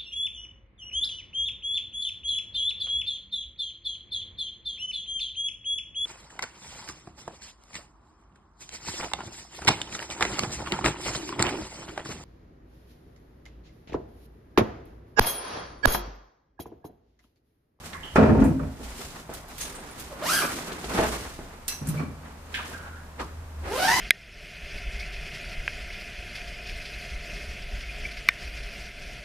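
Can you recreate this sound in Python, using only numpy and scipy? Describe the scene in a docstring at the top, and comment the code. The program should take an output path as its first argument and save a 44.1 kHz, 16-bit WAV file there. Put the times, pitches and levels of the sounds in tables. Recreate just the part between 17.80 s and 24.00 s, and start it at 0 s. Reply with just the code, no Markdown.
"""In a quiet living room, a fabric sports bag is handled on a chair: cloth rustles as grainy noise.
Wooden furniture judders as noise-driven modes, bumps ring the chair, and short noise bursts snap and squeak.
A zip makes one short and two long strokes of whining teeth; its pull clinks and a bottle taps as rough bands.
Low thuds are narrow bands of noise beside a wavering low hum, over soft air and a short diffuse reverberation."""
import sys
import numpy as np
from scipy import signal
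from scipy.fft import rfft, irfft
from scipy.io import wavfile
from scipy.ndimage import uniform_filter1d

SR = 44100
rng = np.random.default_rng(int(sys.argv[2]) if len(sys.argv) > 2 else 0)


def natural_amplitude(level_db):
    """Convert a level in decibels to a linear amplitude factor, elementwise."""
    exponent = np.asarray(level_db, float) / 20
    return 10 ** exponent


def unload_audio(sound):
    """Save the sound as a 16-bit wav file, at the path given as the first command line argument."""
    columns = np.transpose(np.atleast_2d(sound))
    # keep every value between -1 and 1, then stretch to whole-number steps
    steps = np.round(np.clip(columns, -1, 1) * 32767)
    wavfile.write(sys.argv[1], SR, steps.astype(np.int16))


N = 273420
T = np.arange(N) / SR  # time of every sample [s]

# colour of the still air: (frequency [Hz], relative density [dB per Hz])
AIR_COLOUR = [(15, -38), (27, 10), (40, -7), (55, 4), (80, -5), (102, -6.5), (160, -1.5), (200, -8),
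              (246, -3), (313, -14), (457, -11), (997, -10), (3440, -25.5), (7300, -28), (13900, -33.5),
              (15500, -36)]
AIR_DB = -46.5
# left-right likeness of diffuse sound: (frequency [Hz], likeness [0-1])
LIKENESS = [(30, .99), (70, .975), (250, .88), (1000, .4), (3000, .1), (12000, .15)]
# how long the room rings: (frequency [Hz], 60 dB decay [s])
ROOM_T60 = [(60, 0.3), (500, 0.41), (3000, 0.29), (12000, 0.33)]
# centre level of the wavering low hum: (time [s], level [dB])
HUM_LEVEL = [(0, -47.5), (1.0, -64), (3.9, -54), (4.2, -47), (4.9, -46.5), (5.3, -45.5), (5.7, -43.5),
             (6.2, -50.5)]
HUM_HZ = 79.8
# low thuds, weight on the floor and the cabinet's deepest shaking:
# (time [s], lower band level [dB], upper band level [dB])
THUDS = [(0.12, -55, -61), (0.375, -35, -25), (0.43, -41, -21.5), (0.5, -31, -21), (0.598, -27, -20),
         (0.83, -37, -34.5), (1.03, -37, -59), (1.25, -55, -54), (1.55, -51, -51), (1.82, -46.5, -67),
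         (2.26, -49, -59), (2.52, -57, -58), (3.07, -40.5, -52), (3.2, -31.5, -52), (3.3, -38, -58),
         (3.42, -45, -44.5), (3.58, -59, -47), (4.04, -40, -42), (4.9, -58, -49), (5.55, -52, -49),
         (4.3, -50, -48), (5.42, -43, -46), (5.85, -39.5, -63), (6.11, -44, -41)]
THUD_RISE_S, LOWER_FALL_S, UPPER_FALL_S = 0.036, 0.3, 0.22  # over 20 dB
# a wooden cabinet jolted as things slide in it:
# (time [s], panel level [dB], frame level [dB], rattle level [dB], buzz level [dB])
JOLTS = [(0.362, -40, -36, -23, -17.5), (0.385, -17, -12.5, -13, -41), (0.43, -32, -16, -18, -24),
         (0.493, -18, -11.5, -22, -29.5), (0.55, -31, -22.5, -24.5, -38), (0.586, -22, -16, -30, -34.5),
         (0.659, -30, -19, -35, -42), (0.62, -30, -13, -24, -31), (0.698, -23.5, -37, -46, -57),
         (0.755, -32, -31, -58, -64), (0.80, -35, -46, -35.5, -46.5), (0.83, -32.5, -32, -43, -47),
         (0.88, -39, -45, -67, -65), (4.26, -39, -41.5, -57, -59), (4.31, -41, -44, -53, -59),
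         (1.006, -46, -42, -46.5, -53), (4.018, -31, -39, -44.5, -49), (4.066, -44, -35.5, -52, -50),
         (4.09, -22.5, -35, -57, -49), (4.142, -25, -49, -41, -44), (4.198, -29, -29.5, -39, -38.5)]
# rise and fall of a jolt over 20 dB: (panel [s], frame [s], rattle [s], buzz [s])
JOLT_RISE_S = [0.012, 0.0088, 0.0064, 0.0069]
JOLT_FALL_S = [0.12, 0.13, .13, 0.094]
# modes of the wood: (frequency [Hz], relative level [dB], 60 dB decay [s])
WOOD_MODES = [(147.3, 0, 0.39), (218.7, 0, 0.41), (265.6, -0.5, 0.72), (318, -8.5, 0.23), (427, -1.5, 0.16),
              (518, -2, 0.12), (604, -2, 0.13), (709, -8.5, 0.3), (893, -7, 0.14), (1140, 1.5, 0.2),
              (1325, 3.5, 0.093), (1677, 1, 0.047), (1862, -9, 0.14), (2280, -6.5, 0.11),
              (2260, -14, 0.027)]
# bumps of the bag and its contents on the chair, and the cabinet's first jolt:
# (time [s], peak before panning [dB], hardness [0-1])
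KNOCKS = [(0.359, -3, 0.9), (0.792, -47, 0.7), (0.998, -32, 0), (1.194, -29, 0.05), (1.494, -23.5, 1),
          (2.92, -27.5, 0.4), (3.043, -25.5, 1), (3.15, -23, 0.9), (3.19, -5.5, 0.8), (3.199, -9.5, .8),
          (0.57, -19, 0.5), (1.851, -33, 1), (3.223, -17, 1), (3.236, -13.5, 1), (3.591, -26, 0.3),
          (5.385, -38, 1)]
# modes of the chair: (frequency [Hz], relative level [dB], 60 dB decay [s])
CHAIR_MODES = [(247, -12, 0.33), (376, -0.5, 0.17), (453, 2, 0.21), (662, 6.5, 0.066), (821, 0.5, 0.13),
               (1100, -5, 0.045), (1480, -26, .03), (2100, -22, .02), (3000, -27, .015)]
# the metal zip pull clinks: (time [s], level before the mix [dB])
CLINKS = [(1.8057, -45), (3.8808, -25), (4.0884, -46)]
# modes of the zip pull: (frequency [Hz], relative level [dB], 60 dB decay [s])
PULL_MODES = [(1701, -4, .12), (2040, -4, .12), (2650, -1, .08), (4050, -2, .17), (4950, -5, .12),
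              (5900, 0, .28), (6450, -8, .1), (8000, -4, .12), (10300, -3, .08), (12230, -8, .1)]
# the bottle is knocked, then taps as it is laid in: (time [s], level before the mix [dB], pitch ratio [1])
BOTTLE_TAPS = [(4.7419, -21.5, 0.99), (4.9352, -30, 0.85), (4.9885, -41, 0.79), (5.08, -45, 0.82),
               (5.036, -35.5, 0.858), (5.129, -37, 0.83), (5.1626, -41, 0.98)]
# modes of the bottle: (frequency [Hz], relative level [dB], 60 dB decay [s])
BOTTLE_MODES = [(1760, 0, .12), (2750, -16, .06), (3500, -16, .05)]
# short noises: cloth and hardware snaps, a squeak, knock cracks, dull judder noise, narrow rings:
# (time [s], rms before fade and pan [dB], centre [Hz], width [octaves], 60 dB fade [s])
SHORT_NOISES = [(0.13, -41, 1860, 0.39, 0.64), (0.132, -35, 3320, 0.56, 0.039),
                (0.146, -35.5, 1100, 0.32, 0.13), (0.231, -39, 3050, 0.16, 0.48),
                (0.358, -43.5, 3500, 1.6, .8), (0.6, -48, 3500, 2.3, 0.44), (0.793, -38, 1250, 0.43, 0.12),
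                (0.357, -35, 5000, 1.56, 0.094), (0.640, -44.5, 8700, 0.86, 0.23),
                (1.537, -37.5, 8000, 2.1, .12), (1.682, -48, 7800, 2.6, .13), (1.781, -35, 8000, 5, 0.13),
                (1.806, -34, 6470, .1, 0.19), (1.812, -37, 9300, .25, 0.29),
                (1.950, -41.5, 8500, 0.24, 0.19), (2.109, -44, 9700, 0.16, .068),
                (2.197, -39, 11000, 1.5, 0.15), (2.919, -38.5, 2800, 1.5, 0.078),
                (3.043, -35, 2000, 2.5, 0.056), (3.59, -43, 1200, 1.7, 0.051), (5.841, -50, 1500, 2.5, .05),
                (3.136, -40, 3000, 1.4, 0.16), (3.88, -23.5, 7300, 2, 0.096),
                (4.071, -36, 8400, 0.89, 0.092), (4.087, -32, 9750, 0.89, 0.1),
                (4.17, -39.5, 2330, 0.088, .4), (4.18, -52, 4320, 0.055, 0.28),
                (4.189, -36.5, 1125, 0.1, 0.32), (4.741, -31, 2700, 0.68, 0.43),
                (4.788, -36, 1200, 0.56, 0.28), (4.895, -47, 8900, 1.2, .066),
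                (5.397, -44, 3500, 1.1, 0.21), (5.41, -33, 1100, 0.55, 0.18)]
# where the hands are heard: (time [s], left minus right [dB])
HANDS = [(0, -1), (.7, -9), (1.05, -1), (1.5, -1.5), (2.4, -2), (2.7, -1.5), (3.6, -0.5), (3.9, -2.5),
         (4.3, -1.5), (4.9, -1), (5.5, 0), (6.2, -3)]
# hand movements on the cloth, rise and fall over 20 dB:
# (peak time [s], swish level [dB], padding level [dB], rise [s], fall [s])
RUSTLES = [(0.06, -42.5, -46, 0.073, 0.19), (0.13, -59, -48, 0.053, .15), (0.25, -51.5, -50, 0.075, 0.63),
           (1.05, -45, -53, 0.081, 0.14), (1.22, -39.5, -45, 0.27, 0.25), (1.40, -47, -48, 0.3, 0.047),
           (1.50, -50, -41.5, 0.012, .17), (1.55, -43, -49, 0.03, 0.12), (1.71, -43, -49, 0.036, 0.11),
           (1.81, -33.5, -46.5, 0.044, 0.16), (1.95, -49, -44.5, 0.26, 0.67), (2.07, -55, -49, 0.36, 0.063),
           (2.2, -44, -46, 0.13, 0.27), (2.42, -50, -38.5, 0.096, 0.38), (2.65, -36.5, -32, 0.15, 0.12),
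           (2.74, -35, -34.5, 0.14, 0.27), (2.925, -60, -37, 0.2, 0.16), (3.151, -37.5, -28.5, 0.1, 0.13),
           (3.194, -36.5, -26.5, 0.13, .2), (3.3, -35, -35.5, 0.6, 0.35), (3.045, -44, -41, 0.022, .1),
           (3.42, -53, -44.5, .15, 0.18), (1.12, -57, -57, .1, .2), (3.6, -69, -44, 0.043, 0.28),
           (3.883, -38.5, -47.5, 0.0075, 0.19), (4.09, -44, -54, .06, 0.13),
           (4.2, -48.5, -39.5, 0.18, 0.082), (4.48, -64, -50.5, 0.15, 0.37),
           (4.749, -43, -44.5, 0.043, 0.14), (4.91, -45.5, -42.5, 0.26, 0.2),
           (5.055, -62, -48, 0.062, 0.12), (5.15, -65, -57, .06, 0.25), (5.401, -47.5, -34, 0.016, 0.12),
           (5.87, -50, -40, 0.09, 0.9)]
SHEEN_DB, SEAT_DB, REST_DB = -9, -4, -69.5  # sheen re swish, seat re padding, the cloth at rest
BRIGHTER_DB_PER_DB = 0.1  # extra sheen per dB of swish over padding
# zip strokes, each a list of:
# (time [s], mean tooth rate [Hz], whine level before the mix [dB], scrape level before the mix [dB])
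ZIP_STROKES = [
    [(2.302, 602, -57, -70), (2.31, 630, -41.5, -55), (2.33, 539, -31.5, -56), (2.345, 573, -73, -66)],
    [(2.42, 565.4, -28, -46), (2.44, 697, -32, -38.5), (2.47, 984, -29.5, -31.5), (2.504, 1365, -20, -29),
     (2.546, 1577, -27.5, -27.5), (2.58, 1628, -21, -34.5), (2.605, 1420, -27.5, -31.5),
     (2.625, 1147, -27, -39), (2.65, 1223, -31.5, -67), (2.68, 1200, -45, -50)],
    [(5.84, 168.2, -60, -62), (5.88, 282.6, -43, -50), (5.92, 430.7, -28, -40.5), (5.97, 551.9, -25, -34.5),
     (6.0, 727, -28.5, -35), (6.035, 751.8, -19.5, -28.5), (6.065, 804, -24, -29.5), (6.09, 893, -18, -30),
     (6.12, 941, -20, -29), (6.152, 980, -23, -31.5), (6.2, 1037, -23.5, -27)],
]
# high-band brightness of the scrape, one value a stroke: (relative level [dB])
ZIP_SHEEN_DB = [-3.5, -4, -14]
# second partial of the zip, strongest where the slider rings: (frequency [Hz], level re the whine [dB])
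ZIP_OCTAVE = [(350, 6), (1150, -7), (1900, 1.5), (2800, -13), (3300, -5.5)]


def spectrum(rows, hz):
    """Read a spectrum on a log-frequency axis."""
    f, v = np.transpose(rows)
    return np.interp(np.log(np.maximum(hz, 1)), np.log(f), v)


def curve(rows):
    """Draw a timed table as a line through every sample."""
    s, v = np.transpose(rows)
    return np.interp(T, s, v)


def unit(x):
    """Scale to rms 1."""
    return x / np.sqrt(np.mean(x ** 2))


def decay(t, t60):
    """Exponential fade that loses 60 dB in t60 seconds."""
    return np.exp(-np.log(1000) * t / t60)


def band(x, lo_hz, hi_hz, order=2):
    """Band-pass."""
    edges = [lo_hz, min(hi_hz, .45 * SR)]
    return signal.sosfilt(signal.butter(order, edges, "bandpass", fs=SR, output="sos"), x)


def diffuse(n, grain=1):
    """Two-channel noise, alike in the bass and mostly unrelated in the treble."""
    likeness = np.clip(spectrum(LIKENESS, np.arange(n // 2 + 1) * SR / n), 0, 1)
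    raw = rng.standard_normal((2, n)) * grain
    mid, side = irfft(rfft(raw) * np.sqrt([1 + likeness, 1 - likeness]), n)
    return np.array([mid + side, mid - side]) / 2 ** .5


def walk(rate):
    """Random levels held 1 / rate s and slewed twice; spread near 1."""
    hold = int(SR / rate)
    steps = np.repeat(rng.standard_normal(N // hold + 1), hold)
    return 1.4 * uniform_filter1d(uniform_filter1d(steps, hold), hold)[:N]


def swells(s, db, rise, fall):
    """Level of a row of events that rise to a peak and fall away, summed in power."""
    s, db, rise, fall = (np.reshape(v, (-1, 1)) for v in (s, db, rise, fall))
    coarse = T[::64]
    t = coarse - s
    drop = np.where(t < 0, -t / np.maximum(rise, .002), t / np.maximum(fall, .002))
    power = np.sum(natural_amplitude(2 * (db - 20 * np.minimum(drop, 10))), axis=0)
    return np.interp(T, coarse, np.sqrt(power))


def steady(x, window_s=0.066, share=0.79):
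    """Even out the slow chance swells of a narrow band: a driven resonance holds its level."""
    power = uniform_filter1d(np.mean(x ** 2, axis=0), size=int(window_s * SR))
    return unit(x / (np.maximum(power, 0) + .01 * np.mean(power)) ** (share / 2))


def pan(db):
    """Gains of left and right for a left-minus-right level."""
    return natural_amplitude(np.array([db / 2, -db / 2]))


def from_right(x):
    """Sound from the right reaches the left channel four samples late."""
    return np.array([np.roll(x[0], shift=4), x[1]])


def add(out, s, sound):
    """Mix a short sound in at time s."""
    i = int(s * SR)
    out[..., i:i + sound.shape[-1]] += sound[..., :N - i]


def hush():
    """The steady air of the house: diffuse noise in a fixed colour."""
    x = rfft(diffuse(N)) * natural_amplitude(spectrum(AIR_COLOUR, np.arange(N // 2 + 1) * SR / N))
    return unit(irfft(x, N)) * natural_amplitude(AIR_DB)


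def reverb(x):
    """Diffuse tail, each octave dying at its own rate."""
    t, noise = T[:SR], diffuse(SR)
    tail = 0
    for hz in 40 * 2. ** np.arange(9):
        tail = tail + band(noise, hz / 2 ** .5, hz * 2 ** .5) * decay(t, spectrum(ROOM_T60, hz))
    tail = tail * np.clip((t - .003) / 0.0061, 0, 1)  # starts after 3 ms, full 6.1 ms later
    return signal.fftconvolve(x, tail / np.sqrt(np.sum(tail ** 2) / 2), axes=1)[:, :N]


def hum():
    """A low sine whose level and pitch waver."""
    level = natural_amplitude(curve(HUM_LEVEL) + 3.0 * walk(13))
    cycles = np.cumsum(HUM_HZ * (1 + .04 * walk(12))) / SR
    return 2 ** .5 * level * np.sin(2 * np.pi * cycles)


def thuds():
    """Low thuds, weight on the floor and the cabinet's deepest shaking: two narrow bands of noise."""
    s, lower_db, upper_db = np.transpose(THUDS)
    lower = swells(s, lower_db, THUD_RISE_S, LOWER_FALL_S)
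    upper = swells(s, upper_db, THUD_RISE_S, UPPER_FALL_S)
    return steady(band(diffuse(N), 54.0, 63.3)) * lower + steady(band(diffuse(N), 71.0, 100.5)) * upper


def judder():
    """Stick-slip: dense, unevenly grained noise shakes each group of the wood's modes."""
    out = 0
    s, *levels = np.transpose(JOLTS)
    slips = diffuse(N, natural_amplitude(2.03 * rng.exponential(size=N)))
    # panel, frame, rattle, buzz [Hz]
    ranges = [(120, 190), (190, 350), (350, 1000), (1000, 3000)]
    for (lo, hi), db, rise, fall in zip(ranges, levels, JOLT_RISE_S, JOLT_FALL_S):
        body = 0
        for hz, gain_db, t60 in WOOD_MODES:
            if lo < hz < hi:
                reach = 3 / t60 + hz ** 2 / 3e4  # half the bandwidth [Hz]
                body = body + natural_amplitude(gain_db) * unit(band(slips, hz - reach, hz + reach))
        out = out + steady(body) * swells(s, db, rise, fall)
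    return out


def ring(modes, scatter_db, split, dull_hz):
    """One blow on a set of modes, each a close cluster that beats; a soft blow misses the high modes."""
    hz, db, t60 = np.repeat(np.transpose(modes), 3, axis=1)[..., None]  # three partials a mode
    t, chance = T[:SR // 2], rng.standard_normal((2, len(hz), 1))
    gain = natural_amplitude(db + scatter_db * chance[0]) / (1 + (hz / dull_hz) ** 2)
    partials = gain * np.sin(2 * np.pi * hz * (1 + split * chance[1]) * t) * decay(t, t60)
    y = np.sum(partials, axis=0)
    return -y / np.max(np.abs(y))


def knocks():
    """Single bumps: short pushes on the padded chair, harder ones brighter."""
    out = np.zeros(N)
    for s, db, hard in KNOCKS:
        dull_hz = 3000 * max(hard, .03) ** 2 + 80
        add(out, s, natural_amplitude(db) * ring(CHAIR_MODES, 0.87, split=0.053, dull_hz=dull_hz))
    return out


def chatter(modes, spread, ratio=1):
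    """A loose part struck once keeps chattering, so each mode rings as a narrow, rough band."""
    t = T[:SR // 2]
    noise = rng.standard_normal(len(t))
    y = 0
    for hz, db, t60 in modes:
        rough = band(noise, hz * ratio * (1 - spread), hz * ratio * (1 + spread))
        y = y + natural_amplitude(db) * unit(rough) * decay(t, t60)
    return y / np.sqrt(np.mean(y[:SR // 100] ** 2)) / 2  # first 10 ms at rms 0.5


def hardware():
    """Zip pull clinks and hollow bottle taps, each a fading set of rough bands."""
    out = np.zeros(N)
    for s, db in CLINKS:
        add(out, s, natural_amplitude(db) * chatter(PULL_MODES, .025))
    for s, db, ratio in BOTTLE_TAPS:
        add(out, s, natural_amplitude(db) * chatter(BOTTLE_MODES, .07, ratio))
    return out


def short_noises():
    """Sudden wide or narrow bursts of noise, each with its own fade."""
    out, t = np.zeros((2, N)), T[:SR // 3]
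    for s, db, hz, octaves, fade in SHORT_NOISES:
        reach = 2 ** (octaves / 2)
        burst = unit(band(diffuse(len(t)), hz / reach, hz * reach))
        add(out, s, natural_amplitude(db) * burst * decay(t, fade))
    return out * pan(curve(HANDS))


def cloth():
    """Countless fibre slips: grainy noise whose treble, sheen and body follow the hands."""
    s, swish_db, padding_db, rise, fall = np.transpose(RUSTLES)
    light = swells(s, swish_db, rise, fall) + natural_amplitude(REST_DB)
    heavy = swells(s, padding_db, rise, fall) + natural_amplitude(REST_DB)
    grain = natural_amplitude(2.5 * np.minimum(rng.exponential(size=N), 7) + 1.6 * walk(120))
    slips = diffuse(N, grain)
    # light strokes, with more swish than padding, have more sheen
    sheen_db = swish_db + SHEEN_DB + BRIGHTER_DB_PER_DB * (swish_db - padding_db)
    sheen = unit(band(slips, 6700, 17200)) * (swells(s, sheen_db, rise, fall) + natural_amplitude(REST_DB - 14))
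    swish = unit(band(slips, 1410, 9730))
    padding = unit(band(diffuse(N, natural_amplitude(3.37 * walk(40) + 1.7 * walk(150))), 336, 1740))
    seat = steady(band(diffuse(N), 134, 389)) * natural_amplitude(SEAT_DB)
    return pan(curve(HANDS)) * (light * swish + sheen + heavy * padding) + heavy * seat


def zip_stroke(rows, sheen_db):
    """The slider clicks over the teeth, fast enough to whine; no two teeth alike, and each scrapes."""
    s, rate, whine_db, scrape_db = np.transpose(rows)
    t = T[int(s[0] * SR):int(s[-1] * SR)]
    count = np.arange(2000)
    spacing, strength, speed = rng.standard_normal((2000, 3)).T
    hz = np.interp(t, s, rate)
    # the hand's speed wavers a little
    waver = 1 + .028 * np.interp((t - s[0]) * 90, count, speed)
    even = np.cumsum(hz * waver) / SR  # teeth passed, if evenly spaced
    phase = 2 * np.pi * (even + np.interp(even, count, .035 * np.cumsum(spacing)))
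    size = natural_amplitude(4.5 * np.interp(even / 3, count, strength))
    first = natural_amplitude(np.interp(t, s, whine_db))
    scrape = natural_amplitude(np.interp(t, s, scrape_db))
    second = first * natural_amplitude(spectrum(ZIP_OCTAVE, 2 * hz))
    # partials three to seven
    tops = sum(natural_amplitude(-3 - .8 * k) * np.sin((k + 3) * phase + k * k) for k in range(5))
    whine = first * np.sin(phase) + second * np.sin(2 * phase) + scrape * tops
    grit = diffuse(len(t), np.exp(1.8 * np.cos(phase)))  # noise pulsing at each tooth
    hiss = unit(band(grit, 1470, 8460))
    hiss = hiss + natural_amplitude(sheen_db) * unit(band(grit, 5600, 13500))
    hiss = hiss + natural_amplitude(3.5) * unit(band(grit, 330, 2200, order=1))
    hiss = hiss + natural_amplitude(-7.0) * unit(band(grit, 187, 435))  # the whole bag trembles
    edge = np.clip(np.minimum(t - s[0], s[-1] + .004 - t) / .006, 0, 1)
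    return s[0], edge * (2 ** .5 * size * whine + scrape * hiss)


def zip_strokes():
    """All strokes of the slider along the teeth, set a little to the right."""
    out = np.zeros((2, N))
    for rows, sheen_db in zip(ZIP_STROKES, ZIP_SHEEN_DB):
        add(out, *zip_stroke(rows, sheen_db))
    return out * pan(-0.6)[:, None]


def scene():
    """Knocks, hardware, bursts, zip and judder ring the room; cloth, thuds, hum and air stay dry."""
    zips = zip_strokes()
    wood = knocks() * pan(-0.73)[:, None]
    metal = hardware() * pan(-0.67)[:, None]
    bursts, shake = short_noises(), judder()
    send = natural_amplitude(-5.0) * wood + natural_amplitude(0.0) * metal + natural_amplitude(-13.5) * bursts + natural_amplitude(-6.5) * zips + natural_amplitude(-11.5) * shake
    wet = reverb(send)
    late_left = wood + natural_amplitude(-4.5) * metal + bursts + shake + cloth() + thuds() + hum() + hush()
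    return from_right(late_left) + natural_amplitude(-7.0) * zips + wet


def top_cut(x):
    """A steep low-pass at 16.35 kHz."""
    return signal.sosfilt(signal.butter(12, 16350, fs=SR, output="sos"), x)


def record(dry):
    """The loudest peaks are rounded and the top is cut above 15 kHz."""
    rounded = .75 * np.tanh(dry / .75)
    low_pass = signal.ellip(8, .2, 70, 15000, fs=SR, output="sos")
    mix = signal.sosfilt(low_pass, rounded)
    return top_cut(mix)


dry = scene()
out = record(dry)
unload_audio(out)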